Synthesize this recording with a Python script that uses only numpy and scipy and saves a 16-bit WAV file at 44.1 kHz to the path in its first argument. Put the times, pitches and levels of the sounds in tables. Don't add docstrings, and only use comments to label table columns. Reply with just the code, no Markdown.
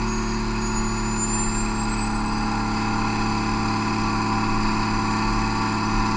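import sys
import numpy as np
from scipy import signal
from scipy.fft import rfft, irfft
from scipy.io import wavfile
from scipy.ndimage import uniform_filter1d, map_coordinates

SR = 44100
rng = np.random.default_rng(int(sys.argv[2]) if len(sys.argv) > 2 else 0)


def pcm_store(signal):
    levels = np.round(np.clip(np.atleast_2d(signal), -1, 1) * 32767)
    wavfile.write(sys.argv[1], SR, levels.astype(np.int16).T)


def volts_from_db(level):
    exponent = np.asarray(level, float) / 20
    return 10 ** exponent


N = 271656
TIME_S = np.arange(N) / SR
FOLD_HZ = 8000
CHANGE_NM = 34

# t/s, crank speed/Hz, brake torque/Nm
BRAKE = [
    (0, 36.93, 205),
    (.4, 36.703, 228),
    (1, 36.508, 262),
    (1.6, 36.215, 290),
    (2.15, 36.055, 330),
    (2.65, 36.085, 368),
    (3.4, 35.962, 438),
    (4.2, 35.785, 515),
    (5.3, 35.745, 618),
    (6.16, 35.62, 715),
]
TORQUE_NM = np.interp(TIME_S, *np.transpose(BRAKE)[::2])


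def evened(x):
    return x / np.sqrt(np.mean(x ** 2) + 1e-20)


def curve(rows):
    s, *columns = np.transpose(rows)
    return [np.interp(TIME_S, s, column) for column in columns]


def wander(rate_hz, count):
    knots = rng.standard_normal((count, 400))
    at = np.arange(0, N + 256, 256) / SR * rate_hz
    slow = [map_coordinates(k, [at], order=3) for k in knots]
    return [np.interp(np.arange(N), np.arange(len(at)) * 256, s) for s in slow]


def shift(light_db, loaded_db, at_nm, span_nm):
    load = (1 + np.tanh((TORQUE_NM - at_nm) / span_nm)) / 2
    return light_db + (loaded_db - light_db) * load


def crank():
    return 2 * np.pi * np.cumsum(curve(BRAKE)[0]) / SR


def rumble():
    hz = np.fft.rfftfreq(N, 1 / SR)
    shape = (hz / 22) ** 2 / (1 + (hz / 24) ** 4.9)
    lumps_db = 1.5 * wander(rate_hz=8., count=1)[0]
    level_db = shift(light_db=-38, loaded_db=-35.5, at_nm=350, span_nm=CHANGE_NM) + lumps_db
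    return volts_from_db(level_db) * evened(irfft(rfft(rng.standard_normal(N)) * shape, N))


def shudders():
    # t/s, length/s, f/Hz, level/dB
    swells = [(0.821, 0.11, 36, -30), (0.846, .3, 20.5, -35), (1.487, .3, 22.7, -30.5), (2.6, .2, 28, -37),
              (3.1, 0.81, 21.7, -34.5), (3.5, 0.5, 36.2, -32.5), (2.9, .35, 82, -45),
              (3.448, 0.55, 80, -44.5), (4, .3, 40, -39), (4.355, .07, 32, -29), (4.605, 0.26, 21, -24),
              (4.626, 0.12, 36, -35), (4.804, .06, 26, -30), (5.03, 0.18, 35, -30), (5.399, 0.37, 36, -26),
              (5.693, .09, 30, -37), (5.982, 0.11, 33, -23.5)]
    out = np.zeros(N)
    for s, length_s, hz, db in swells:
        since = TIME_S - s
        swell = np.exp(-(2 * since / length_s) ** 2)
        out += np.sqrt(2) * volts_from_db(db) * swell * np.cos(2 * np.pi * hz * since)
    return out


def turbo(angle):
    # t/s, blade passing f/Hz
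    blade_pitch = [(0, 6648), (.16, 6660), (.33, 6680), (.49, 6716), (.98, 6945), (1.3, 7155), (1.63, 7385),
                   (1.79, 7520), (2.28, 8005), (2.6, 8310), (3.09, 8718), (4, 9370), (4.6, 9640),
                   (6.16, 10080)]
    # f/Hz, width/Hz, level/dB
    duct_modes = [(6658, 15, -39), (6680, 20, -42.5), (6800, 32, -33), (6850, 20, -31.5), (6900, 30, -35.5),
                  (6945, 24, -36), (7030, 110, -38), (7105, 36, -26.5), (7180, 40, -28.5),
                  (7240, 70, -27.5), (7345, 80, -33), (7530, 60, -40), (7650, 40, -40), (7740, 56, -40)]
    # f/Hz, level/dB
    duct_leak = [(6630, -60), (7500, -47.5), (7900, -52.5), (8310, -62.5), (8640, -62), (8800, -68)]
    shaft_db = [-67, -65]
    blades, shaft_orders, shaft_from_s = 7, [4, 5], 3.6

    pitch = curve(blade_pitch)[0]
    flutter, drift = wander(rate_hz=45., count=2)
    turn = 2 * np.pi * np.cumsum(pitch + 7 * drift) / SR
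    pulse = .16 * np.cos(3 * angle)
    fade = np.interp(TIME_S, [.05, .09, 3, 3.3], [0, 1, 1, 0])
    duct = sum(volts_from_db(db) ** 2 / (1 + (2 * (pitch - hz) / w) ** 2) ** 2 for hz, w, db in duct_modes)
    leak = volts_from_db(np.interp(pitch, *np.transpose(duct_leak))) ** 2
    level = volts_from_db(0.7) * np.sqrt(duct + leak)
    whistle = level * volts_from_db(1.6 * flutter) * fade * np.cos(turn + pulse)

    echo_s, echo_share, echo_from_hz = .023, .7, 7300
    echo = echo_share * np.clip((pitch - echo_from_hz) / 250, 0, 1)
    whistle = (whistle + echo * np.roll(whistle, round(echo_s * SR))) / np.hypot(1, echo)

    rise = np.clip((TIME_S - shaft_from_s) / .5, 0, 1)
    shaft = sum(volts_from_db(db + 4 * drift) * np.cos(turn * k / blades) for k, db in zip(shaft_orders, shaft_db))
    return np.sqrt(2) * (whistle + rise * shaft)


def orders(angle):
    # multiple of crank speed, light
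    # level/dB, loaded level/dB, torque of change/Nm
    crank_tones = [(.5, -47, -52, 300), (1, -30, -44, 378), (1.5, -70, -49, 320), (2, -49, -58, 340),
                   (3, -33.5, -31.3, 380), (4, -49, -46.5, 300), (4.5, -56, -45, 390), (5, -39, -40.5, 290),
                   (6, -30, -29, 330), (6.5, -49, -53, 270), (7, -48, -47, 300), (7.5, -58, -46.5, 325),
                   (8, -47, -37, 305), (9, -39, -36, 380), (9.5, -50, -47, 540), (10, -36, -38, 345),
                   (10.5, -66, -54, 450), (11, -61, -50.5, 285), (12, -56, -63, 480), (13, -57, -48.5, 320),
                   (14, -68, -60, 290), (15, -60, -65, 400), (16, -61, -66, 285), (17, -68, -72, 480),
                   (18, -63, -62, 400), (19, -50, -48.5, 300), (20, -62, -57, 280), (21, -58, -56, 320),
                   (22, -55, -37, 300), (23, -54, -54, 300), (24, -40.5, -56, 300), (25, -51, -36, 550),
             (25.5, -53, -44.5, 410), (26, -47, -51, 355), (27, -45, -43.5, 360), (27.5, -49, -48, 400),
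             (28, -50, -39, 325), (28.5, -49, -43, 400), (29, -58, -39.5, 292), (30, -42, -58, 280),
             (30.5, -60, -50, 410), (31, -45, -45, 340), (31.5, -52, -40, 495), (32, -51, -41, 450),
             (33, -64, -52, 290), (37, -56, -54, 480), (38, -54, -49, 320), (39, -48, -49, 400),
             (40, -56, -49, 600)]
    dipping = [10, 31]
    dip_nm = 67
    passing = {12: (-48.5, 370, 110), 23: (-41.5, 370, 110), 25: (-43, 365, 45)}

    out = np.zeros(N)
    sway = wander(rate_hz=11., count=12)
    uneven = angle + 0.018 * np.sin(angle / 2 + 2 * np.pi * rng.random())
    for n, (k, light_db, loaded_db, at_nm) in enumerate(crank_tones):
        size = volts_from_db(shift(light_db, loaded_db, at_nm, CHANGE_NM))
        if k in dipping:
            size = size * np.hypot(.2, np.tanh((TORQUE_NM - at_nm) / dip_nm))
        if k in passing:
            db, peak_nm, span_nm = passing[k]
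            size = size + volts_from_db(db) * np.exp(-((TORQUE_NM - peak_nm) / span_nm) ** 4)
        loose = min(k / 28, 1) ** 4
        size = size * volts_from_db((.6 + 2.4 * loose) * sway[n % 12])
        turn = uneven if k % 3 == 0 and k < 10 else angle
        spread = np.pi * (3 / 4 + 5 / 12 * k ** 2)
        phase = k * turn + spread + .5 * loose * sway[(n + 5) % 12]
        out += np.sqrt(2) * size * np.cos(phase)
    return out


def block_gain(hz):
    # f/Hz, width/Hz, level/dB
    modes = [(129, 630, -15.5), (247, 290, -11.5), (328, 115, -11.5), (690, 120, -25.5), (859, 160, -12),
             (979, 183, -9.5), (1135, 240, -13), (1391, 178, -11), (1631, 90, -14), (1784, 140, -15),
             (2066, 410, -18.5), (2317, 100, -17.5), (2543, 299, -12.5), (2810, 62, -26), (2990, 150, -28),
             (3278, 310, -27.5), (3500, 85, -29), (3777, 130, -25.5), (4133, 410, -20.5), (4250, 75, -24),
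             (4520, 175, -16.5), (4825, 490, -16), (5140, 200, -22), (5440, 100, -29.5),
             (5570, 76.0, -37.5), (5930, 205, -19.5), (6210, 300, -27), (6810, 280, -25.5),
             (7190, 410, -23.5), (7660, 451.0, -35)]
    return np.sqrt(sum(volts_from_db(db) ** 2 / (1 + (2 * (hz - f) / w) ** 2) ** 2.71 for f, w, db in modes))


def band(spectrum, hz, lo_hz, hi_hz):
    rise = np.clip((hz - lo_hz) / 40 + .5, 0, 1)
    fall = np.clip((hi_hz - hz) / 40 + .5, 0, 1)
    return evened(irfft(spectrum * rise * fall, N))


def clatter(angle):
    throb_orders = [
        (.5, .1),
        (1, .16),
        (2.5, .08),
        (3, .14),
        (5, .1),
    ]
    # lowest f/Hz, highest f/Hz, share that repeats each cycle, share of the throb
    registers = [
        (60, 600, .3, .3),
        (600, 1550, .55, 1),
        (1550, FOLD_HZ + 25, .45, .7),
    ]
    # light level/dB, loaded level/dB, torque of change/Nm
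    levels = [
        (-40.5, -42, 450),
        (-35, -32.5, 300),
        (-36, -33.5, 390),
    ]

    pattern = rng.standard_normal((3, 900))
    place = angle / (4 * np.pi) % 1 * 899
    slide = np.arange(N) / N * np.pi + np.arange(3)[:, None] * 2 * np.pi / 3
    repeat = evened(sum(g * np.interp(place, np.arange(900), p) for g, p in zip(np.cos(slide), pattern)))
    throb = sum(depth * np.cos(k * angle + 2 * np.pi * rng.random()) for k, depth in throb_orders)
    noise = rng.standard_normal(N)
    swells = wander(rate_hz=9., count=3)
    hz = np.fft.rfftfreq(N, 1 / SR)
    ring = block_gain(hz)
    out = np.zeros(N)
    for level, swell, (lo_hz, hi_hz, locked, share) in zip(levels, swells, registers):
        drive = locked * repeat + (1 + share * throb) * noise
        level_db = shift(*level, span_nm=29) + 0.45 * swell
        out += volts_from_db(level_db) * band(rfft(drive) * ring, hz, lo_hz, hi_hz)
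    return out


def patchy(x):
    z = signal.stft(x, SR, nperseg=1024, noverlap=768)[2]
    field = uniform_filter1d(rng.standard_normal(z.shape), size=6, axis=0)
    field = uniform_filter1d(field, size=20, axis=1)
    swell_db = 1.02 * evened(field)
    return signal.istft(z * volts_from_db(swell_db), SR, nperseg=1024, noverlap=768)[1][:N]


def scene():
    angle = crank()
    engine = orders(angle) + patchy(clatter(angle))
    return (rumble() + shudders() + turbo(angle) + engine)[None]


def folded(x):
    # f above the fold/Hz, level/dB
    image = [(0, 3), (300, -4.5), (700, -10), (1000, -14.5), (1250, -19.5), (1400, -25.5), (1550, -48),
             (1700, -33), (2000, -29.5), (2130, -42.5), (2220, -86)]
    z, fold = rfft(x), round(FOLD_HZ * N / SR)
    step = np.arange(1, fold // 2)
    low = z[:fold + 1].copy()
    low[fold - step] += np.conj(z[fold + step])
    image_hz, image_db = np.transpose(image)
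    out = np.zeros_like(z)
    out[:fold + 1] = low
    image_gain = volts_from_db(np.interp(step * SR / N, image_hz, image_db, right=-200))
    out[fold + step] = np.conj(low[fold - step]) * image_gain
    return irfft(out, N)


def treble_gated(x):
    # f/Hz, depth under the loudest treble/dB
    gate = [(5800, 50), (8000, 44.5), (9000, 50), (10000, 54)]
    hz, _, z = signal.stft(x, SR, nperseg=1024, noverlap=512)
    treble = hz > 5800
    power = abs(z[treble]) ** 2
    groups = power[:len(power) // 4 * 4].reshape(-1, 4, z.shape[1])
    bands = np.repeat(groups.mean(1), 4, axis=0)
    loudest = uniform_filter1d(power.max(0), size=3)
    depth_db = np.interp(hz[treble][:len(bands), None], *np.transpose(gate))
    keep = bands > loudest * volts_from_db(-depth_db) ** 2
    z[np.flatnonzero(treble)[:len(keep)]] *= keep
    return signal.istft(z, SR, nperseg=1024, noverlap=512)[1][:N]


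def roll_off(x):
    return signal.sosfilt(signal.butter(12, 10020, fs=SR, output="sos"), x)


def record(dry):
    mix = treble_gated(folded(dry[0]))[None]
    return roll_off(mix)


dry = scene()
out = record(dry)
pcm_store(out)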